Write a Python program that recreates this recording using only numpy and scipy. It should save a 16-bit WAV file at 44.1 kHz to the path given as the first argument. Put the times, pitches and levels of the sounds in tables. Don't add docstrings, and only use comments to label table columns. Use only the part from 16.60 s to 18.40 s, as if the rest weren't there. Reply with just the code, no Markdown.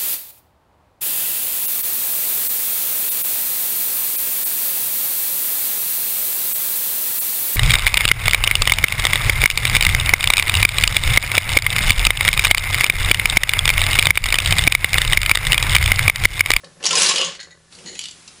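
import sys
import numpy as np
from scipy import signal
from scipy.fft import rfft, irfft, next_fast_len
from scipy.io import wavfile
from scipy.ndimage import uniform_filter1d, map_coordinates

SR = 44100
rng = np.random.default_rng(int(sys.argv[2]) if len(sys.argv) > 2 else 0)


def elevation(decibels):
    levels = np.asarray(decibels, float)
    return 10 ** (levels / 20)


def unload_audio(sound):
    columns = np.transpose(np.atleast_2d(sound))
    steps = np.round(np.clip(columns, -1, 1) * 32767)
    wavfile.write(sys.argv[1], SR, steps.astype(np.int16))


N = 79380

# f/Hz, density/dB
HEDDLES = [(410, -36), (700, -6), (1050, -5), (1280, -11.5), (2170, -6.5), (2620, -1.5), (5090, -2.5),
           (8030, -5), (11400, -14), (14800, -44), (22000, -120)]
# f/Hz, width/Hz, level/dB
WIRES = [(2960, 53, -2), (3260, 14, -14), (3820, 51, -25), (4660, 210, -6.5), (5740, 57, -2),
         (6620, 270, -10), (7500, 60, -33)]
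WIRE_DB = -11.5
# t/s, gain/dB
GAIN = [(0, -1), (.7, -8), (.95, -7.5), (1.1, -4), (1.13, 6.5), (1.6, 5), (1.8, 5)]


def unit(x):
    return x / np.sqrt(np.mean(x ** 2) + 1e-20)


def along(points, hz):
    f, v = np.transpose(points)
    return np.interp(np.log(hz + 1), np.log(f + 1), v)


def curve(rows):
    t, db = np.transpose(rows)
    return np.interp(np.arange(N) / SR, t, db, left=-120, right=-120)


def wobble(rate):
    return map_coordinates(rng.standard_normal(300), [np.arange(N) * rate / SR])


def filtered(x, response):
    m = next_fast_len(N + SR // 2)
    return irfft(rfft(x, m) * response(np.fft.rfftfreq(m, 1 / SR)), m)[..., :N]


def body(peaks, widen=1):
    def response(f):
        total = 0
        for k, (centre, width, db) in enumerate(peaks):
            damping = 1j * f * width * widen
            total = total + (-1) ** k * elevation(db) * damping / (centre * centre - f * f + damping)
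        return total
    return response


def taps(rate, spread_db):
    u = rng.random((N, 3))
    struck = u[:, 0] < rate / SR
    return struck * np.sign(u[:, 1] - .5) * elevation(-spread_db * np.log(u[:, 2] + 0.0096))


def impulses(events, db):
    x = np.zeros(N)
    for row in events:
        x[round(row[0] * SR)] = elevation(row[1] + db)
    return x


def rings(events, t60, rise_s):
    out, t = np.zeros(N + SR), np.arange(SR // 8) / SR
    for (s, db, hz), u in zip(events, rng.random((60, 2))):
        partner_hz = hz * (1 + 0.037 * (u[0] - .5))
        pair = np.sin(2 * np.pi * hz * t) + 0.34 * np.sin(2 * np.pi * (partner_hz * t + u[1]))
        out[round(s * SR):][:len(t)] += elevation(db - 60 * t / t60) * (1 - np.exp(-t / rise_s)) * pair
    return out[:N]


def clicks(events, colour, wire_db, t60=0.038):
    focus_db, focus_oct, attack_s = 9.5, 0.33, .0004
    crack_db, crack_t60 = 2, 0.00047
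    out, t = np.zeros(N + SR), np.arange(SR // 12) / SR
    for s, db, centre_hz in events:
        u = rng.random((150, 4))
        hz = 600 + 11600 * u[:, :1]
        focus = focus_db * np.exp(-(np.log2(hz / centre_hz) / focus_oct) ** 2)
        level = along(colour, hz) + focus + 9 * u[:, 1:2]
        decay = elevation(level - 60 * t / (t60 * (0.83 + 0.68 * u[:, 2:3])))
        modes = decay * np.sin(2 * np.pi * (hz * t + u[:, 3:]))
        ring = modes.sum(0) * (1 - np.exp(-t / attack_s))
        crack = elevation(crack_db - 60 * t / crack_t60) * rng.standard_normal(len(t))
        click = 0.13 * unit(ring) + .5 * np.diff(crack, prepend=0)
        out[round(s * SR):][:len(t)] += elevation(db - 6) * click
    return out[:N] + filtered(impulses(events, 36 + wire_db), body(WIRES, .7))


def shower():
    # t/s, level/dB
    swell = [(.2, -49), (.23, -48), (.3, -28.5), (.37, -19), (.4, -17.5), (.5, -20.5), (.55, -25.5),
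             (.66, -30), (.78, -44.5)]
    rate, spread_db, width_hz = 2700, 0.5, 240
    shine_hz, shine_db, shine_grows = 8000, 4, 0.85
    bank = []
    for hz in np.geomspace(900, 10900, 30):
        bank.append((hz, width_hz * (hz / 4000) ** 0.68, along(HEDDLES, hz)))
    x = np.zeros(N)
    for k in range(10):
        contacts = taps(rate / 10, spread_db) * elevation(1.5 * wobble(35.14))
        x += filtered(contacts, body(bank[k::10]))
    x = unit(x)
    high = filtered(x, lambda f: 1 / (1 + (shine_hz / (f + 1)) ** 6))
    level = curve(swell)
    shine = elevation(shine_db + shine_grows * (level - level.max()))
    return elevation(level) * (x - high + shine * high)


def heddles():
    # t/s, peak/dB, f/Hz
    shed_clicks = [(0.2271, -19.5, 3000), (0.2388, -12, 2680), (0.2438, -9, 3550), (0.2547, -2.5, 4130),
                   (0.2636, 0.5, 6060), (0.269, -10, 4200), (0.2887, -9.5, 6460), (0.3076, -2.5, 2950),
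                   (0.3297, -5, 5100), (0.3374, -20, 5280), (0.3541, -1, 5900), (0.372, -16, 5100),
                   (0.3775, -8, 3270), (0.381, -1, 9200), (0.4187, 1, 8150), (0.4323, -3.5, 6400),
                   (0.444, -5, 3580), (0.4616, -0.5, 4730), (0.4872, -1, 5350), (0.496, -6.5, 2920),
                   (0.515, -9, 2970), (0.559, -3, 3630), (0.5816, -5.5, 2910), (0.613, -6.5, 2730),
                   (0.6458, -10, 6350)]
    # t/s, peak/dB, f/Hz
    lone_clicks = [
        (0.0433, -25.5, 4580),
        (1.1238, -31, 4220),
        (1.15, -31.5, 4670),
        (1.187, -29, 2470),
        (1.24, -34, 3000),
        (1.3523, -22, 2960),
        (1.6773, -23, 4930),
    ]
    # t/s, peak/dB, f/Hz
    pings = [(.308, -14, 6900), (.309, -19, 2650), (.355, -14, 5200), (.372, -8, 5000), (.384, -17, 2800),
             (.4195, -13.5, 7850), (.428, -14, 10910), (.43, -29, 5800), (.441, -14, 2800),
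             (.463, -16.5, 4500), (.4885, -14, 4850), (.49, -24, 10480), (.493, -10, 7300),
             (.516, -19.5, 3000), (.5825, -15, 5200), (.646, -19.5, 6700)]
    struck = clicks(shed_clicks + lone_clicks, HEDDLES, WIRE_DB)
    return struck + shower() + rings(pings, t60=.05, rise_s=0.0019)


def shuttle_tip():
    # t/s, peak/dB, f/Hz
    bounces = [
        (1.3914, -11, 3130),
        (1.4134, -20, 3240),
        (1.438, -17, 4200),
        (1.4557, -16.5, 3420),
        (1.4852, -22, 3580),
        (1.5098, -24.5, 8000),
    ]
    # f/Hz, density/dB
    tip_colour = [(500, -43), (1200, -22), (1800, -6), (2400, -2), (3200, 0), (5000, -10.5), (6330, -2),
                  (7640, 1.5), (9470, -18.5), (11200, -0.5), (14600, -34), (22000, -120)]
    return clicks(bounces, tip_colour, wire_db=-10, t60=.022)


def bobbin():
    # t/s, level/dB
    chatter_a = [(0.564, -28), (0.585, -32), (0.619, -28), (.645, -35.5), (.7, -47.5), (0.762, -50)]
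    chatter_b = [(0.785, -51), (0.796, -38), (0.839, -46), (.865, -62), (0.899, -66), (0.911, -50),
                 (.94, -60), (0.971, -77)]
    chatter_c = [(1.254, -49), (1.262, -45.5), (1.289, -44), (1.339, -45), (1.385, -47)]
    after_rattle = [(1.392, -35), (1.43, -43.5), (1.5, -46.5), (1.58, -72)]
    # f/Hz, width/Hz, level/dB
    bobbin_a = [(530, 50, -11), (1120, 70, -15), (2860, 55, -2), (3090, 55, -2), (3360, 60, -6),
                (4200, 100, -14), (5000, 80, -12), (6700, 90, -15)]
    bobbin_b = [(1620, 40, -9), (1975, 45, 0), (1750, 35, -10), (4270, 75, -7), (3830, 70, -9),
                (6750, 100, -7)]
    bobbin_c = [(1950, 70, -8), (2980, 60, -8), (4010, 70, -5), (4300, 70, -5), (6820, 80, -1)]
    # t/s, peak/dB
    taps_a = [(0.5822, -6), (0.5918, -8), (.5955, -15), (0.6017, -7.5), (.6095, -9), (.6145, -1.5),
              (0.6204, -9.5), (0.628, -7), (.633, -10.5), (.641, -17), (.658, -19), (.672, -20),
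              (0.6927, -19), (0.715, -24)]
    taps_b = [(.751, -27), (0.52, -28), (.8017, -24), (.8105, -24.5), (0.83, -26), (0.844, -34),
              (.908, -37.5), (.929, -38), (0.951, -45)]
    taps_c = [(1.2609, -23.5), (1.2755, -25.5), (1.284, -28), (1.295, -25), (1.3297, -28), (1.3581, -26)]
    widening = [2.2, 1.6, 1.7, 2.2]
    chatter_rate, tap_db = 330, 28
    break_db, break_rate = 2.5, 55
    crack_hz, crack_db = 4500, -1
    levels = [chatter_a, chatter_b, chatter_c, after_rattle]
    bodies = [bobbin_a, bobbin_b, bobbin_c, WIRES[:4]]
    out = np.zeros(N)
    for level, peaks, clear, widen in zip(levels, bodies, [taps_a, taps_b, taps_c, []], widening):
        for k in range(3):
            uneven = elevation(curve(level) + break_db * wobble(break_rate))
            chatter = uneven * 12 * unit(taps(chatter_rate, 0.98))
            out += filtered(chatter + impulses(clear, tap_db), body(peaks[k::3], widen))
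    hard = [(s, db + crack_db, crack_hz) for s, db in taps_b[:7] + taps_c[:3]]
    return out + clicks(hard, HEDDLES, WIRE_DB)


def wood_struck(rate, spread_db, peaks, low_cut_hz):
    resonances = body(peaks)
    return filtered(taps(rate, spread_db), lambda f: resonances(f) * f / (f - 1j * low_cut_hz))


def frame():
    # t/s, level/dB
    knocking = [(.035, -46), (.05, -46.5), (.12, -61.5), (.19, -53.5), (.25, -38), (.3, -41.5),
                (.345, -27.5), (.45, -33), (.53, -31.5), (.6, -37.5), (.7, -45.5), (.74, -51), (.95, -56.5),
                (1.11, -66.5)]
    # f/Hz, width/Hz, level/dB
    boards = [(343, 103, 1.5), (440, 83, -0.5), (548.5, 57, 5), (780, 110, -2.5), (1073, 105, -2),
              (1460, 110, -5), (1750, 86, 2)]
    # t/s, peak/dB, f/Hz
    knocks = [(.044, -39.5, 483), (.046, -48, 340), (.209, -37, 555), (.255, -36, 1124), (.307, -30, 553),
              (.307, -23, 1347), (.332, -15.5, 1036), (.354, -20, 1059), (.356, -22, 772),
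              (.368, -23.5, 465), (.376, -25, 1070), (.436, -25.5, 1058), (.436, -28, 410),
              (.493, -22, 1055), (.51, -19, 1096), (.557, -22, 498), (.581, -23, 529), (.594, -20, 527),
              (.628, -21.5, 1131), (.635, -26, 542), (.669, -24, 1080), (.68, -29, 544), (.685, -29, 1091)]
    # t/s, level/dB
    treadle = [(1.12, -73), (1.17, -55.5), (1.22, -50), (1.26, -49), (1.36, -49.5), (1.4, -78)]
    # f/Hz, width/Hz, level/dB
    treadle_body = [(348, 55, 1.5), (386, 50, 0), (488, 36, 0)]
    # t/s, level/dB
    beam_shake = [(.03, -63), (.06, -54.5), (.18, -56), (.3, -50), (.33, -42), (.42, -43.5), (.5, -48.5),
                  (.6, -49), (.67, -44), (.72, -52), (.76, -64), (1, -67)]
    # f/Hz, width/Hz, level/dB
    beam_body = [(168.4, 21.5, 25), (137, 14, -10)]
    board_sound = unit(sum(wood_struck(160, 2.7, boards[k::2], 250) for k in range(2)))
    beam = unit(wood_struck(150, 0.56, beam_body, 120))
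    creak = unit(wood_struck(230, 2.12, treadle_body, 250))
    tread = elevation(curve(treadle))
    knocked = elevation(curve(knocking)) * board_sound + rings(knocks, t60=0.076, rise_s=0.0017)
    return knocked + tread * creak + (elevation(curve(beam_shake)) + tread) * beam


def room(x):
    # f/Hz, t60/s
    room_t60 = [(200, 0.14), (3000, 0.28), (10000, 0.2)]
    # f/Hz, level/dB
    side_colour = [(200, 6), (700, -4), (1400, 0.5), (2800, -9.5), (9000, 4.5)]
    mid_db, side_db = -8, -18.5
    hz, t, z = signal.stft(rng.standard_normal((2, SR // 2)), SR, nperseg=256)
    decay = elevation(-60 * t / along(room_t60, hz)[:, None])
    tail = signal.istft(z * decay, SR, nperseg=256)[1]
    tail = tail / np.linalg.norm(tail[0])
    late = np.pad(x, (200, 0))[None]
    mid, side = signal.fftconvolve(late, tail, axes=1)[:, :N]
    side = filtered(side, lambda f: elevation(along(side_colour, f)))
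    return elevation(mid_db) * mid + elevation(side_db) * np.array([side, -side])


def floor():
    # f/Hz, density/dB
    hiss = [(15, -64), (25, -45), (166, -10), (226, -10.5), (398, -12), (514, -17), (555, -15.5),
            (5150, -13.5), (11400, -17), (14800, -17), (22000, -120)]
    hiss_db, side_db = -52, -14
    mid, side = unit(filtered(rng.standard_normal((2, N)), lambda hz: elevation(along(hiss, hz))))
    return elevation(hiss_db + curve(GAIN)) * (mid + elevation(side_db) * np.array([side, -side]))


def hum():
    # f/Hz, rms/dB
    hum_tones = [
        (83, -66.5),
        (166, -61.5),
    ]
    # f/Hz, density/dB
    drone = [(20, -16.5), (90, -14), (130, -9.5), (200, -52)]
    drone_db = -65
    t = np.arange(N) / SR
    drift = np.cumsum(rng.standard_normal(N)) * 0.012
    tones = np.zeros(N)
    for hz, db in hum_tones:
        tones += elevation(db) * np.sqrt(2) * np.sin(2 * np.pi * hz * t + drift * hz / 83)
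    mid, side = unit(filtered(rng.standard_normal((2, N)), lambda hz: elevation(along(drone, hz))))
    return tones + elevation(drone_db) * (mid + 0.23 * np.array([side, -side]))


def scene():
    wires = heddles() + shuttle_tip()
    loom = filtered(wires, lambda f: (f / (f - 500j)) ** 2) + bobbin()
    wood = frame()
    direct = loom * elevation([[.2], [-.2]]) + wood * elevation([[.9], [-.9]])
    background = floor() + hum() * elevation(0.1 * curve(GAIN))
    return direct + room(loom + wood) + background


def roll_off(x):
    return signal.sosfilt(signal.butter(12, 12370, fs=SR, output="sos"), x)


def record(dry):
    ceiling, edge_hz, top_hz = .64, 11030, 11400
    shelf_db, over_db, opens_db = -21, -37.5, -36
    x = dry / (1 + np.abs(dry / ceiling) ** 6) ** (1 / 6)

    def shelf(hz):
        slope_db = over_db - (hz - top_hz) / 40
        return (hz >= edge_hz) * elevation(np.where(hz < top_hz, shelf_db, slope_db))

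    power = np.abs(uniform_filter1d(x.mean(0) ** 2, size=1024))
    opening = power ** 2 / (power ** 2 + elevation(opens_db) ** 4)
    mix = filtered(x, lambda hz: hz < edge_hz) + filtered(x, shelf) * opening
    return roll_off(mix)


dry = scene()
out = record(dry)
unload_audio(out)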